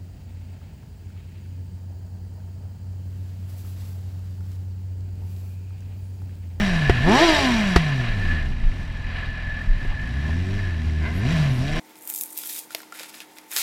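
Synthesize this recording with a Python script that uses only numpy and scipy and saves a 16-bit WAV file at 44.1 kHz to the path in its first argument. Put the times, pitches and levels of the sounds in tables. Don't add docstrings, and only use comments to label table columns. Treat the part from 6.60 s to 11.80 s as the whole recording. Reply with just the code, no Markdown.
import sys
import numpy as np
from scipy import signal
from scipy.fft import rfft, irfft
from scipy.io import wavfile
from scipy.ndimage import uniform_filter1d

SR = 44100
rng = np.random.default_rng(int(sys.argv[2]) if len(sys.argv) > 2 else 0)


def to_wav(sig):
    pcm = np.clip(np.atleast_2d(sig), -1, 1) * 32767
    pcm = np.round(pcm).astype(np.int16)
    wavfile.write(sys.argv[1], SR, pcm.T)


N = 229187
T = np.arange(N) / SR
HZ = np.fft.rfftfreq(N, 1 / SR)

# (opens [s], shuts [s], firing rate reached [1/s], bend of the climb [exponent],
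# lift of the firing tone [dB], overtones under load [dB], bark under load [dB])
THROTTLE = [(.395, .636, 348.5, 1.24, 4, -24, -20.5), (3.391, 3.985, 102, .72, 2.5, -39.5, -59),
            (4.185, 4.447, 77, 1.04, 3.5, -40, -60), (4.447, 4.719, 171.4, 2.58, 0, -38.5, -59),
            (4.985, 5.183, 163.5, .8, -5.5, -38, -48)]
# (firing rate [1/s], firing tone [dB], overtones [dB])
COASTING = [(40.97, -34, -38), (53, -31.5, -40), (79.12, -26, -42.5), (104, -28, -47.5),
            (129.5, -22.5, -44.5), (200, -22.5, -52), (273, -19, -30.5), (340, -20, -52)]
# (multiple of the firing rate [ratio], level [dB])
ORDERS = [(.5,-8),(1.5,-3.5),(2,6),(2.5,-15),(3,-2),(4,-5.5),(5,-10.5),(6,-12)]
# (frequency [Hz], width [Hz], level [dB])
PIPE = [(134,175,-1.5),(237.6,59,-1),(367,50,-1),(610,260,-14)]
# (frequency [Hz], width [Hz], level [dB])
AIRBOX = [(356,88,1.5),(580,250,-4),(861,68,0.5),(995,81,-10),(1270,390,-35),(1710,210,-12),(3020,490,-19)]
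# (frequency [Hz], density [dB per Hz, relative])
CLATTER = [(240, -14.5), (400, -7), (473, -34), (643, 0.5), (738, -17), (860, -25.5), (1360, -9.5),
           (1740, -4.5), (2060, -14), (3160, -12), (3460, -12.5), (4160, -17.5), (6380, -18), (7440, -28.5),
           (15500, -44.5)]
# (frequency [Hz], width [Hz], level [dB])
CASING = [(602,23,9.5),(1020,73,-14),(2010,190,11.5),(3000,300,-30)]
# (time [s], pressure wave scale [dB], ring peak [dB], spit scale [dB], length of the push [s])
BANGS = [(0.2935,-2.5,-3.5,-17.5,0.0035),(1.159,-1.5,-3.5,-11,0.0041),(3.247,-23,-29,-64,0.0031)]
# (frequency [Hz], width [Hz], level [dB])
SILENCER = [(375,85,22),(448,110,-17),(694,32,17),(920,50,-24),(920,31,-11),(1440,60,-17),(1920,19,21),(2280,32,-19),(3000,38,-26),(2800,44,-7),(4040,83,-61),(4630,180,-9)]
# (frequency [Hz], density [dB per Hz, relative])
SPIT = [(300,-0.5),(1500,1),(4600,-8.5),(6000,-16),(15000,-35)]
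# (frequency [Hz], width [Hz], boost or cut [dB])
HOUSING = [(451,47,-3),(685,25,5),(744,93,10),(1025,130,13.5),(1350,260,-9),(2054,180,6.5),(2400,170,5),(2856,43,6.5),(3310,150,2.5),(3540,118,-10.5),(3796,140,6),(4034,160,4.5),(4810,98,10),(4960,230,-8),(5670,420,4),(6370,190,-30.5),(7710,210,12.5),(8070,360,-16),(8350,150,12.5),(10200,69,12)]
# (start [s], end [s], rush [dB], whistle [dB])
WIND = [(-.1, 0.663, -32.5, -31), (0.775, 1.37, -32.5, -35), (1.382, 1.553, -34, -31.5),
        (1.59, 1.83, -36.5, -32), (2.46, 2.697, -38.5, -36), (2.697, 3.06, -44, -36),
        (3.113, 3.81, -47.5, -39.5), (3.932, 4.155, -45.5, -38.5), (4.58, 4.933, -38.5, -42),
        (5.099, 5.304, -36, -41)]
# (frequency [Hz], density [dB per Hz, relative])
RUSH = [(200,-31),(500,-4),(1000,-12.5),(1350,5.5),(1900,-5.5),(2600,-0.5),(3600,-9),(4600,-14),(6500,-36),(15000,-51.5)]
# (time [s], length [s], level [dB])
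GUSTS = [(0.3, 0.054, -16), (.46, .04, -15), (1.5, .07, -25), (1.917, 0.068, -23), (2.074, 0.087, -16.5),
         (2.227, 0.063, -19.5), (2.438, 0.067, -21), (3.097, .09, -13.5), (3.312, 0.072, -18.5)]
# (frequency [Hz], density [dB per Hz, relative])
GUST = [(5,-20),(16,-6.5),(26,22),(36,7.5),(50,-52),(100,-14),(200,-33),(400,-51),(2000,-84)]
# (time [s], level [dB])
ROAD_DB = [(0,-26),(.4,-30.5),(.6,-33.5),(.9,-30),(1.5,-32),(2.2,-38),(3.2,-38),(4,-34.5),(4.5,-33),(4.8,-26.5),(5,-28.5),(5.2,-37)]
# (frequency [Hz], density [dB per Hz, relative])
ROAD = [(20,-20.5),(70,4.5),(130,-3.5),(240,-7),(400,-23),(650,-24.5),(800,-25),(1300,-27),(4000,-32.5),(15000,-56.5)]
# (time [s], firing rate [1/s], level [dB])
FAR_BLIP = [(4.38,125,-65),(4.42,148,-41),(4.46,198,-31.5),(4.5,243,-38),(4.56,295,-45),(4.65,330,-44),(4.75,326,-45),(4.85,280,-70)]
# (frequency [Hz], width [Hz], level [dB])
FAR_BODY = [(377,140,-6.5),(696,70,-2),(1041.6,112.3,-2),(1570,110,6),(2040,92,7.5)]
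# (time [s], length [s], frequency [Hz], width of each filter pass [Hz], level [dB])
NOISE_SWELLS = [(3.325,0.022,820,350,-40),(3.644,0.011,780,350,-39),(3.693,0.013,800,350,-37),(4.573,0.07,11400,3000,-57),(4.955,0.15,10700,3500,-56.5)]

START_HZ, START_DRAG_PER_S = 212.7, 1.55
DRAG_PER_S, IDLE_HZ = 1.34, 42
OPEN_S, SHUT_S = 0.11, .03
OVERRUN_DB, OVERRUN_S, OVERRUN_FADE_S = 2.5, 0.18, 0.063
CANCEL_HZ, CANCEL_WIDTH_HZ, CANCEL_DB = 287, 20.2, -20
HIGH_HZ = 320
BARK_HIGH_DB, BARK_DB_PER_DECADE, BARK_IDLE_DB = -23, 70, -52.5
CLATTER_HIGH_DB, CLATTER_DB_PER_DECADE, CLATTER_IDLE_DB = -32, 54, -64
CLATTER_LOAD_DB, CLATTER_TOP_DB = 2.5, -34
WIND_RISE_S, WIND_FALL_S, CALM_RUSH_DB, CALM_WHISTLE_DB = 0.24, 0.19, -47.5, -47
BUFFET_DB, BUFFET_SWING_DB, BUFFET_HZ = -32.5, 2.5, 7.9
EDGE_HZ = 15350


def speed():
    hz = START_HZ * np.exp(-START_DRAG_PER_S * T)
    for opens, shuts, top, bend, *_ in THROTTLE:
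        low = np.interp(opens, T, hz)
        progress = np.clip((T - opens) / (shuts - opens), 0, 1)
        climb = low + (top - low) * progress ** bend
        coast = np.maximum(top * np.exp(-DRAG_PER_S * (T - shuts)), IDLE_HZ)
        hz = np.select([T < opens, T < shuts], [hz, climb], coast)
    return uniform_filter1d(hz, size=880, mode="nearest")


def with_revs(hz, high_db, db_per_decade, idle_db):
    growing = gain_of(high_db + db_per_decade * np.log10(hz / HIGH_HZ))
    return 20 * np.log10(np.hypot(growing, gain_of(idle_db)))


def engine_levels(hz):
    rate, tone, over = np.transpose(COASTING)
    cancelled = np.exp(-((hz - CANCEL_HZ) / CANCEL_WIDTH_HZ) ** 2)
    tone_db = np.interp(hz, rate, tone) + CANCEL_DB * cancelled
    over_db = np.interp(hz, rate, over)
    bark_db = with_revs(hz, BARK_HIGH_DB, BARK_DB_PER_DECADE, BARK_IDLE_DB)
    clatter_db = with_revs(hz, CLATTER_HIGH_DB, CLATTER_DB_PER_DECADE, CLATTER_IDLE_DB)
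    for opens, shuts, _, _, lift_db, loaded_over_db, loaded_bark_db in THROTTLE:
        load = spell(opens, shuts, OPEN_S, SHUT_S)
        overrun = spell(shuts, shuts + OVERRUN_S, OVERRUN_FADE_S, OVERRUN_FADE_S)
        tone_db = tone_db + load * lift_db + OVERRUN_DB * overrun
        over_db = over_db + load * (loaded_over_db - over_db)
        bark_db = bark_db + load * (loaded_bark_db - bark_db)
        clatter_db = clatter_db + load * CLATTER_LOAD_DB
    return tone_db, over_db, bark_db, np.minimum(clatter_db, CLATTER_TOP_DB)


def exhaust(firings, hz, tone_db, over_db, waver=0.11, rough=0.22, throb=0.28, dull_db=1.0, smear=0.611):
    idle = np.clip(45 / hz, 0, 1) ** 3
    angle = 2 * np.pi * firings + .15 * idle * wander(20)
    tone = np.cos(angle) * (1 + waver * wander(69))
    overtones = np.zeros(N)
    for k, db in ORDERS:
        strength = gain_of(db - dull_db * idle * (k - 2)) * (1 + rough * wander(25))
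        overtones += strength * np.cos(k * angle - smear * k ** 2)
    lope = 1 + throb * idle * np.cos(np.pi * firings / 2)
    piped = lope * housed(ring(overtones, PIPE))
    return np.sqrt(2) * (gain_of(tone_db) * tone + gain_of(over_db) * piped)


def bark(firings, hz, level_db, body, top_hz=2600):
    angle = 2 * np.pi * (firings + .012 * wander(150))
    pulses = np.zeros(N)
    for k in np.arange(2, 32):
        pulses += np.cos(k * angle - .2 * k ** 2) / (1 + (k * hz / top_hz) ** 2)
    unequal = .2 * hz / 350
    cylinders = np.cos(np.pi * firings) + np.cos(np.pi * firings / 2) + wander(150)
    sound = ring(pulses * (1 + unequal * cylinders), body)
    power = uniform_filter1d(sound ** 2, size=2500)
    return gain_of(level_db) * sound / np.sqrt(abs(power) + 1e-12)


def clatter(firings, hz, level_db, uneven_db=1.0, rasp_db=2):
    strokes = .4 + np.exp(-(firings % 1) / .22)
    rattle = evened(noise() * strokes * gain_of(uneven_db * wander(87)))
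    crank = np.pi * firings + .025 * wander(60)
    rasp = np.zeros(N)
    for k in np.arange(9, 36):
        rasp += np.cos(k * crank + rng.uniform(0, 2 * np.pi)) * (1 + wander(25))
    joined = .4 * (hz / 350) ** 2
    mixed = rattle + gain_of(rasp_db) * joined * evened(rasp)
    sound = housed(shaped(mixed, CLATTER))
    treble = irfft(rfft(sound) * (HZ > 5000), N)
    return gain_of(level_db) * sound / treble.std()


def putter(firings, hz, level_db=-49, ring_s=.002, uneven_db=3, top_hz=3000, fades_above_hz=75):
    u = (firings / 2 % 1) * 2 / hz / ring_s
    knocks = noise() * u * np.exp(-u) * gain_of(uneven_db * wander(20))
    dull = irfft(rfft(ring(knocks, CASING)) / (1 + (HZ / top_hz) ** 6), N)
    idle = np.clip(fades_above_hz / hz, 0, 1) ** 2
    return gain_of(level_db) * idle * evened(dull)


def bangs(damping=0.6, decay_s=0.0093, delay_s=0.0031):
    out = np.zeros(N)
    for s, wave_db, ring_db, spit_db, push_s in BANGS:
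        t = np.maximum(T - s, 0)
        u = t / push_s
        wave = u * np.exp(-damping * u) * np.cos(np.pi * u / 2)
        click = 1. * (np.arange(N) == int((s + delay_s) * SR))
        clang = ring(muffled(click, 2450), SILENCER)
        spit = np.minimum(t / delay_s, 1) * np.exp(-t / decay_s) * shaped(noise(), SPIT)
        out += gain_of(wave_db) * wave
        out += gain_of(ring_db) * clang / abs(clang).max()
        out += gain_of(spit_db) * spit
    return out


def wind():
    power = gain_of([[CALM_RUSH_DB], [CALM_WHISTLE_DB]]) ** 2
    for start, end, rush_db, whistle_db in WIND:
        swell = spell(start - WIND_RISE_S / 2, end - WIND_FALL_S / 2, WIND_RISE_S, WIND_FALL_S)
        power = power + (gain_of([[rush_db], [whistle_db]]) * swell) ** 2
    return np.sqrt(power)


def rush(strength, flutter_db=1.22):
    air = evened(housed(shaped(noise(), RUSH)))
    return strength * gain_of(flutter_db * wander(51)) * air


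def whistle(strength, hz=1735, width_hz=120, flutter_db=1.23):
    cavity = [(hz, width_hz, 0)]
    tone = evened(ring(ring(noise(), cavity), cavity))
    return strength * gain_of(flutter_db * wander(18)) * tone


def rumble(bumps_db=2):
    small = gain_of(BUFFET_DB + BUFFET_SWING_DB * wander(BUFFET_HZ))
    strong = sum(gain_of(db) * bump(s, length) for s, length, db in GUSTS)
    gusts = np.hypot(small, strong) * shaped(noise(), GUST)
    road_db = curves(ROAD_DB)[0] + bumps_db * wander(5.6)
    return gusts + gain_of(road_db) * shaped(noise(), ROAD)


def far_engine():
    hz, level_db = curves(FAR_BLIP)
    return bark(np.cumsum(hz) / SR, hz, level_db, FAR_BODY)


def noise_swells():
    out = np.zeros(N)
    for s, length, hz, width, db in NOISE_SWELLS:
        band = [(hz, width, 0)]
        out += gain_of(db) * bump(s, length) * evened(ring(ring(noise(), band), band))
    return out


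def gain_of(db):
    return 10 ** (np.asarray(db) / 20)


def evened(x):
    return x / np.sqrt(np.mean(x ** 2) + 1e-20)


def noise():
    return rng.standard_normal(N)


def wander(hz):
    return evened(irfft(rfft(noise()) / (1 + (HZ / hz) ** 4), N))


def curves(rows):
    s, *columns = np.transpose(rows)
    return [np.interp(T, s, c) for c in columns]


def bump(s, length):
    return np.exp(-(2 * (T - s) / length) ** 2)


def spell(start, end, rise, fall):
    ramp = np.minimum((T - start) / rise, 1 - (T - end) / fall)
    return np.sin(np.pi / 2 * np.clip(ramp, 0, 1)) ** 2


def shaped(x, points):
    f, db = np.transpose(points)
    curve_db = np.interp(np.log(HZ + 1), np.log(f), db)
    return evened(irfft(rfft(x) * gain_of(curve_db), N))


def ring(x, modes):
    response = sum(gain_of(g) / (1 + 1j * (HZ ** 2 - f ** 2) / (w * HZ + 1e-9)) for f, w, g in modes)
    return irfft(rfft(x) * response, N)


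def housed(x):
    db = sum(g / (1 + (2 * (HZ - f) / w) ** 2) for f, w, g in HOUSING)
    return irfft(rfft(x) * gain_of(db), N)


def muffled(x, hz):
    return irfft(rfft(x) / (1 + 1j * HZ / hz) ** 2, N)


def scene():
    hz = speed()
    firings = np.cumsum(hz) / SR
    tone_db, over_db, bark_db, clatter_db = engine_levels(hz)
    rush_strength, whistle_strength = wind()
    engine = exhaust(firings, hz, tone_db, over_db) + bark(firings, hz, bark_db, AIRBOX)
    engine += clatter(firings, hz, clatter_db) + putter(firings, hz) + bangs()
    air = rush(rush_strength) + whistle(whistle_strength)
    return (engine + air + rumble() + far_engine() + noise_swells())[None]


def record(dry):
    held = np.clip(dry, -.92, .92)
    lowpass = signal.firwin(511, EDGE_HZ, window=("kaiser", 9), fs=SR)
    return signal.oaconvolve(held, lowpass[None], "same")


dry = scene()
out = record(dry)
to_wav(out)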